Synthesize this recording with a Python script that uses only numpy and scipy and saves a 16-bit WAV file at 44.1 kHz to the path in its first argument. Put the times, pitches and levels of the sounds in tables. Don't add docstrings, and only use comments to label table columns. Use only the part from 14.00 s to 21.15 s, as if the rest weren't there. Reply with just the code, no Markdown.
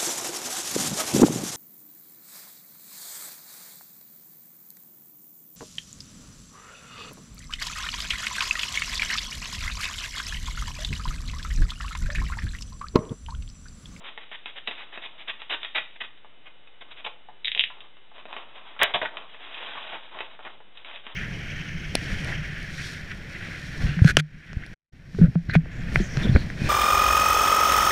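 import sys
import numpy as np
from scipy import signal
from scipy.io import wavfile

SR = 44100
rng = np.random.default_rng(int(sys.argv[2]) if len(sys.argv) > 2 else 0)


def generate_wav(sig):
    pcm = np.round(np.clip(np.atleast_2d(sig).T, -1, 1) * 32767).astype(np.int16)
    wavfile.write(sys.argv[1], SR, pcm)


N = 315315

# t/s, length/s, average level/dB
KNIFE_STROKES = [(0.037, 0.057, -43), (0.203, 0.04, -51.5), (0.311, .045, -41), (0.457, 0.045, -46),
                 (0.554, 0.031, -40), (0.661, 0.073, -47.5), (0.768, 0.068, -43.5), (0.921, 0.041, -43),
                 (1.018, 0.045, -39.5), (1.179, 0.046, -46.5), (1.274, .032, -31.5), (1.391, 0.028, -47),
                 (1.495, 0.054, -29), (1.612, 0.05, -43.5), (1.746, 0.04, -26), (1.953, 0.013, -48.5),
                 (2.002, .016, -30.5), (2.033, 0.017, -40), (2.454, 0.026, -46.5), (2.806, 0.018, -43),
                 (2.905, 0.02, -44), (2.961, 0.046, -46), (3.043, 0.0097, -31.5), (3.057, .016, -34)]
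# t/s, peak level/dB, ring f/Hz, ring width/Hz, handle f/Hz, handle level against the ring/dB
SLIDER_CLICKS = [(3.4473, -14, 3840, 604, 2300, -1), (3.4557, -12.5, 3820, 482, 2300, -10),
                 (3.4734, -14, 3700, 750, 2050, 2), (3.4816, -10, 3600, 850, 1950, 1.5),
                 (3.5183, -12, 3580, 900, 2200, -1), (3.5497, -11, 2800, 1200, 2200, -25),
                 (3.5767, -11.5, 2810, 995, 2200, -22.5), (3.595, -2, 3090, 734, 2200, -28),
                 (3.6092, -6.5, 2870, 693, 2200, -24), (3.639, -7.5, 2880, 940, 1950, -2.5)]
# t/s, length/s, average level/dB, tilt/(dB per octave), panel f/Hz, panel level/dB
POPS_AND_FLAPS = [(4.791, 0.0087, -31.5, 6.5, 2550, -38.5), (4.797, 0.015, -30, -2.5, 698, -52),
                  (4.814, 0.024, -17, 2.5, 621, -29), (4.876, 0.041, -40.5, -2, 647, -51),
                  (4.938, 0.0067, -27, 0, 3200, -22.5), (4.943, 0.019, -26.5, 2.5, 670, -28.5),
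                  (5.015, 0.0047, -22, 1, 600, -33), (5.026, 0.012, -37, 0.5, 588, -31),
                  (5.05, 0.0083, -29, -0.5, 1780, -29), (5.75, 0.031, -41, -3, 1117, -42),
                  (5.917, 0.046, -38.5, -3, 752, -55.5), (6.146, 0.03, -47.5, -6.5, 699, -51.5),
                  (6.448, 0.027, -38.5, -2.5, 1502, -47.5)]
# t/s, peak level/dB, tilt/(dB per octave)
CREASE_SNAPS = [(0.177, -22.5, -2), (0.316, -28.5, -1), (0.459, -20, -0.5), (0.675, -16.5, 6),
                (0.683, -22.5, -6), (0.712, -20.5, -3), (0.976, -22.5, -4), (1.419, -23.5, 1.5),
                (1.632, -18, 3), (1.648, -19, 3), (1.758, -16, 3.5), (2.176, -42, 4), (2.674, -40, 1),
                (3.806, -30.5, 11), (3.969, -39.5, 0), (4.182, -32, -4), (4.255, -26.5, -3.5),
                (4.329, -22, -2.5), (4.366, -20, -1.5), (5.171, -18.5, -0.5), (5.346, -30.5, -2.5),
                (5.545, -24.5, 9), (6.189, -21, -1.5), (6.206, -16.5, -2.5), (6.774, -31, 9.5),
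                (6.848, -28.5, 3), (6.96, -25, 3.5), (7.067, -26.5, -3)]
# t/s, length/s, average level/dB, dull share/dB
HAND_SLIDES = [(0.0, 0.11, -51.5, -1.5), (0.683, 0.61, -59, -1.5), (2.81, 0.3, -61, -3),
               (3.717, 0.14, -55.5, -2), (4.136, 0.086, -51, -5), (4.275, 0.14, -45.5, -2.5),
               (4.407, 0.41, -54.5, -3), (4.546, 0.042, -46.5, -4.5), (4.656, 0.079, -50.5, -5.5),
               (5.102, 0.15, -47, -1.5), (5.274, 0.11, -51, -8), (6.106, 0.15, -45, -3),
               (6.28, 0.077, -53, -5), (6.393, 0.16, -52, -3), (6.743, 0.086, -54, -6),
               (6.845, 0.13, -44.5, -7), (7.035, 0.098, -48, -5)]
# t/s, average level/dB
BAG_PULL = [(5.39, -51), (5.43, -43), (5.51, -45), (5.571, -40.5), (5.77, -39.5), (5.89, -41.5),
            (5.955, -42), (6.0, -49.5), (6.102, -50.5)]
# t/s, peak level/dB, f/Hz
DULL_KNOCKS = [(2.247, -38, 884), (3.064, -28, 650), (3.287, -35.5, 810), (3.563, -34, 700),
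               (3.703, -32.5, 1100), (4.116, -42.5, 880), (4.765, -34.5, 1102), (6.392, -31, 840),
               (6.604, -39.5, 764)]
# f/Hz, width/Hz, boost at full strength/dB
ENVELOPE_RINGS = [(655, 80, 8), (882, 60, 3.5), (1140, 80, 5), (1570, 60, 3), (1828, 60, 6), (1960, 50, 3),
                  (2160, 70, 4), (2525, 90, 6), (2850, 60, 2), (3070, 70, 3), (3635, 90, 4)]
# f/Hz, relative level/dB
TEAR_COLOUR = [(40, -18.5), (130, -30.5), (250, -14), (450, -9), (900, -4.5), (1500, -4.5), (2500, -1),
               (3200, -0.5), (3900, -3.5)]
POP_COLOUR = [(40, -19), (130, -18), (250, -13.5), (420, -7.5), (600, -3.5), (900, 2.5), (1400, 0),
              (1900, 2.5), (2700, -2), (3300, -2), (3900, -4)]
SLIDE_COLOUR = [(40, -20.5), (130, -22), (250, -8.5), (400, -4), (700, 1.5), (1100, 2.5), (1700, -3.5),
                (2500, -2), (3300, 1), (3900, -3.5)]
HISS_COLOUR = [(20, 2.5), (60, -2.5), (130, 0.5), (250, 1), (500, 2), (1100, -2), (1600, -1.5), (2200, -2),
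               (3000, 0), (3900, -4.5)]
# f/Hz, relative level/dB
KNIFE_COLOUR = [(100, -13.5), (1300, -15), (1950, -4.0), (3900, -0.5), (5500, 11.0)]
# f/Hz, average level/dB
WHINE_TONES = [(2078, -73.5), (2676, -77.5), (2972, -67.5), (3268, -77), (3564, -71), (3860, -76)]
# f/Hz, gain/dB
HIGH_FIZZ = [(3900, -31.5), (4400, -39), (5500, -50), (7000, -56.5), (9000, -60), (13000, -58),
             (16000, -70.5)]

MIC_TOP_HZ = 3920
MIC_FILTER = signal.firwin(801, MIC_TOP_HZ, window=("kaiser", 8), fs=SR)
TAPS = 4096
HZ = np.fft.rfftfreq(TAPS, 1 / SR) + 1
TIME = np.arange(N) / SR


def cutting():
    rub_end_s, fall_s, hard_stroke_db = 1.98, 0.0065, -28
    grain = fibres(N, per_s=8000, spread_db=2.0) * catching(step_s=0.006, depth_db=0.5)
    rub = filtered(grain, colour(TEAR_COLOUR, ring=0.41, tilt=4.5))[:N]
    out = at_rms(rub, db=-57.5) * np.clip((rub_end_s - TIME) / fall_s, 0, 1)
    spots = rng.standard_normal((len(KNIFE_STROKES), 64))
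    for (s, length, db), spot in zip(KNIFE_STROKES, spots):
        tilt = 1.27 + 0.066 * (db - hard_stroke_db)
        spot_db = 2 * np.interp(HZ / 351, np.arange(len(spot)), spot)
        push = burst(grain, s, length, rise_s=0.0057, fall_s=fall_s)
        tear = filtered(push, colour(TEAR_COLOUR, ring=0.6, tilt=tilt) + spot_db)
        add(out, s, at_rms(tear, db, length))
    return out


def buckling():
    out = np.zeros(N)
    grain = fibres(N, per_s=4500, spread_db=2.0)
    noise = rng.standard_normal(N)
    for s, length, db, tilt, panel_hz, panel_db in POPS_AND_FLAPS:
        crumple = burst(grain, s, length, rise_s=0.00083, fall_s=0.0083)
        wall = filtered(crumple, colour(POP_COLOUR, ring=0.59, tilt=tilt))
        push = burst(noise, s, length, rise_s=0.000984, fall_s=0.004)
        panel = filtered(push, 20 * np.log10(resonance(panel_hz, width_hz=panel_hz / 4)))
        add(out, s, at_rms(wall, db, length) + at_rms(panel, panel_db, length))
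    return out


def ratcheting():
    out = np.zeros(N)
    knife_db = np.interp(HZ, *np.transpose(KNIFE_COLOUR))
    for s, db, hz, width_hz, handle_hz, handle_db in SLIDER_CLICKS:
        handle = amp(handle_db) * resonance(handle_hz, width_hz=380)
        ring = np.hypot(resonance(hz, width_hz), handle)
        click = filtered(np.ones(1), 20 * np.log10(ring + 0.041) + knife_db)
        add(out, s, at_peak(click, db))
    return out


def snapping():
    out = np.zeros(N)
    for s, db, tilt in CREASE_SNAPS:
        flip = crack(flutter=0.099, decay_s=0.0049)
        snap = filtered(flip, colour(TEAR_COLOUR, ring=0.85, tilt=tilt))
        add(out, s, at_peak(snap, db))
    return out


def rustling():
    grain = fibres(N, per_s=5500, spread_db=3) * catching(step_s=0.0075, depth_db=1.3)
    rub = filtered(grain, colour(SLIDE_COLOUR, ring=0.33))[:N]
    dull = lowpass(rub, hz=1400)
    dull_power, bright_power = sliding_power()
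    paper = np.sqrt(dull_power) * at_rms(dull, db=0)
    plastic = np.sqrt(bright_power) * at_rms(rub - dull, db=0)
    clicks = fibres(N, per_s=28, spread_db=0.5)
    flips = signal.oaconvolve(clicks, crack(flutter=0.13, decay_s=0.0047))
    creases = filtered(flips, colour(TEAR_COLOUR, ring=0.67, tilt=-1.6))[:N]
    return paper + plastic + np.sqrt(dull_power + bright_power) * at_rms(creases, db=-11.5)


def sliding_power():
    pull_s, pull_db = np.transpose(BAG_PULL)
    pull = amp(np.interp(TIME, pull_s, pull_db)) * (TIME > pull_s[0]) * (TIME < pull_s[-1])
    moves = [(pull, -6.5)]
    for s, length, db, dull_db in HAND_SLIDES:
        t = np.maximum(TIME - s, 0)
        arch_db = 3 * (np.sin(np.pi * np.minimum(t / length, 1)) - 2 / np.pi)
        moves.append((amp(db + arch_db) * swell(t, length, rise_s=0.0058, fall_s=0.023), dull_db))
    dull = sum((level * amp(dull_db)) ** 2 for level, dull_db in moves)
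    total = sum(level ** 2 for level, _ in moves)
    return dull, total - dull


def knocking():
    out = np.zeros(N)
    for s, db, hz in DULL_KNOCKS:
        muffle_db = -20 * np.log10(1 + (np.log2(HZ / hz) / 0.61) ** 2)
        knock = filtered(crack(flutter=0.1, decay_s=0.008), muffle_db)
        add(out, s, at_peak(knock, db))
    return out


def room(x, tail_db, tail_s, near_db):
    t = TIME[:SR // 2]
    near, tail = rng.choice([-1., 1.], (2, len(t))) * (rng.random((2, len(t))) < 4000 / SR)
    near *= (t > 0.003) * amp(-60 * t / 0.088)
    tail *= (t > 0.008) * amp(-60 * t / tail_s)
    echoes = amp(near_db) * near / np.linalg.norm(near) + amp(tail_db) * tail / np.linalg.norm(tail)
    return x + signal.oaconvolve(x, echoes)[:N]


def hiss_and_whine():
    hiss = filtered(rng.standard_normal(N + TAPS), colour(HISS_COLOUR))[TAPS:N + TAPS]
    whine = sum(amp(db) * np.sin(2 * np.pi * (hz * TIME + rng.random())) for hz, db in WHINE_TONES)
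    return at_rms(hiss, db=-59) + np.sqrt(2) * whine


def fibres(count, per_s, spread_db):
    chance, size, sign = rng.random((3, count))
    hit = chance < per_s / SR
    size_db = spread_db * np.minimum(-np.log(1 - size[hit]), 4)
    clicks = np.zeros(count)
    clicks[hit] = np.sign(sign[hit] - 0.5) * amp(size_db)
    return clicks


def catching(step_s, depth_db):
    grip = rng.standard_normal(8000)
    return amp(depth_db * np.interp(TIME / step_s, np.arange(len(grip)), grip))


def crack(flutter, decay_s):
    t = TIME[:TAPS]
    return (t == 0) + flutter * rng.standard_normal(TAPS) * np.exp(-t / decay_s)


def swell(t, length, rise_s, fall_s):
    return (1 - np.exp(-t / rise_s)) * np.exp(-np.maximum(t - length, 0) / fall_s)


def burst(grain, s, length, rise_s, fall_s):
    t = TIME[:int(0.2 * SR)]
    return grain[round(s * SR):][:len(t)] * swell(t, length, rise_s, fall_s)


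def resonance(hz, width_hz):
    return 1 / (1 + ((HZ - hz) / width_hz) ** 2)


def colour(points, ring=0, tilt=0):
    f, db = np.transpose(points)
    rings_db = sum(boost * resonance(hz, width / 2) for hz, width, boost in ENVELOPE_RINGS)
    octaves = np.log2(np.clip(HZ, 300, MIC_TOP_HZ) / MIC_TOP_HZ)
    return np.interp(np.log(HZ), np.log(f), db) + ring * rings_db + tilt * octaves


def filtered(x, db):
    gain = amp(db) / np.sqrt(np.mean(amp(db)[HZ < MIC_TOP_HZ] ** 2))
    log_gain = np.log(np.maximum(np.r_[gain, gain[-2:0:-1]], 1e-5))
    spectrum = np.exp(np.conj(signal.hilbert(log_gain)))
    return signal.oaconvolve(x, np.fft.ifft(spectrum).real[:TAPS // 2])


def lowpass(x, hz):
    return signal.oaconvolve(x, signal.firwin(801, hz, window=("kaiser", 8), fs=SR), "same")


def at_rms(x, db, length=N / SR):
    energy = np.sum(signal.fftconvolve(x, MIC_FILTER) ** 2)
    return x * amp(db) * np.sqrt(length * SR / (energy + 1e-20))


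def at_peak(x, db):
    return x * amp(db) / abs(signal.fftconvolve(x, MIC_FILTER)).max()


def amp(db):
    return 10 ** (np.asarray(db) / 20)


def add(mix, s, sound):
    part = mix[round(s * SR):][:len(sound)]
    part += sound[:len(part)]


def scene():
    paper = room(cutting() + rustling(), tail_db=-9.5, tail_s=0.33, near_db=-17.5)
    pops_and_flaps = room(buckling(), tail_db=-9, tail_s=0.24, near_db=-9)
    snaps_and_knocks = room(snapping() + knocking(), tail_db=-6.5, tail_s=0.39, near_db=-4.5)
    knife = room(ratcheting(), tail_db=-10, tail_s=0.29, near_db=-4.5)
    return (paper + pops_and_flaps + snaps_and_knocks + knife + hiss_and_whine())[None]


def record(dry):
    high_whine_hz, tick_s, zero_offset = 8000, 4.8328, -0.0067
    fizz_gain = amp(colour(HIGH_FIZZ)) * (HZ > MIC_TOP_HZ)
    fizz_filter = signal.firwin2(513, np.linspace(0, 1, len(HZ)), fizz_gain)
    out = lowpass(dry[0], MIC_TOP_HZ) + signal.oaconvolve(dry[0], fizz_filter, "same")
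    out += amp(-99) * np.sin(2 * np.pi * high_whine_hz * TIME)
    add(out, tick_s, -amp([-1]))
    return lowpass(out, hz=16000)[None] + zero_offset


dry = scene()
out = record(dry)
generate_wav(out)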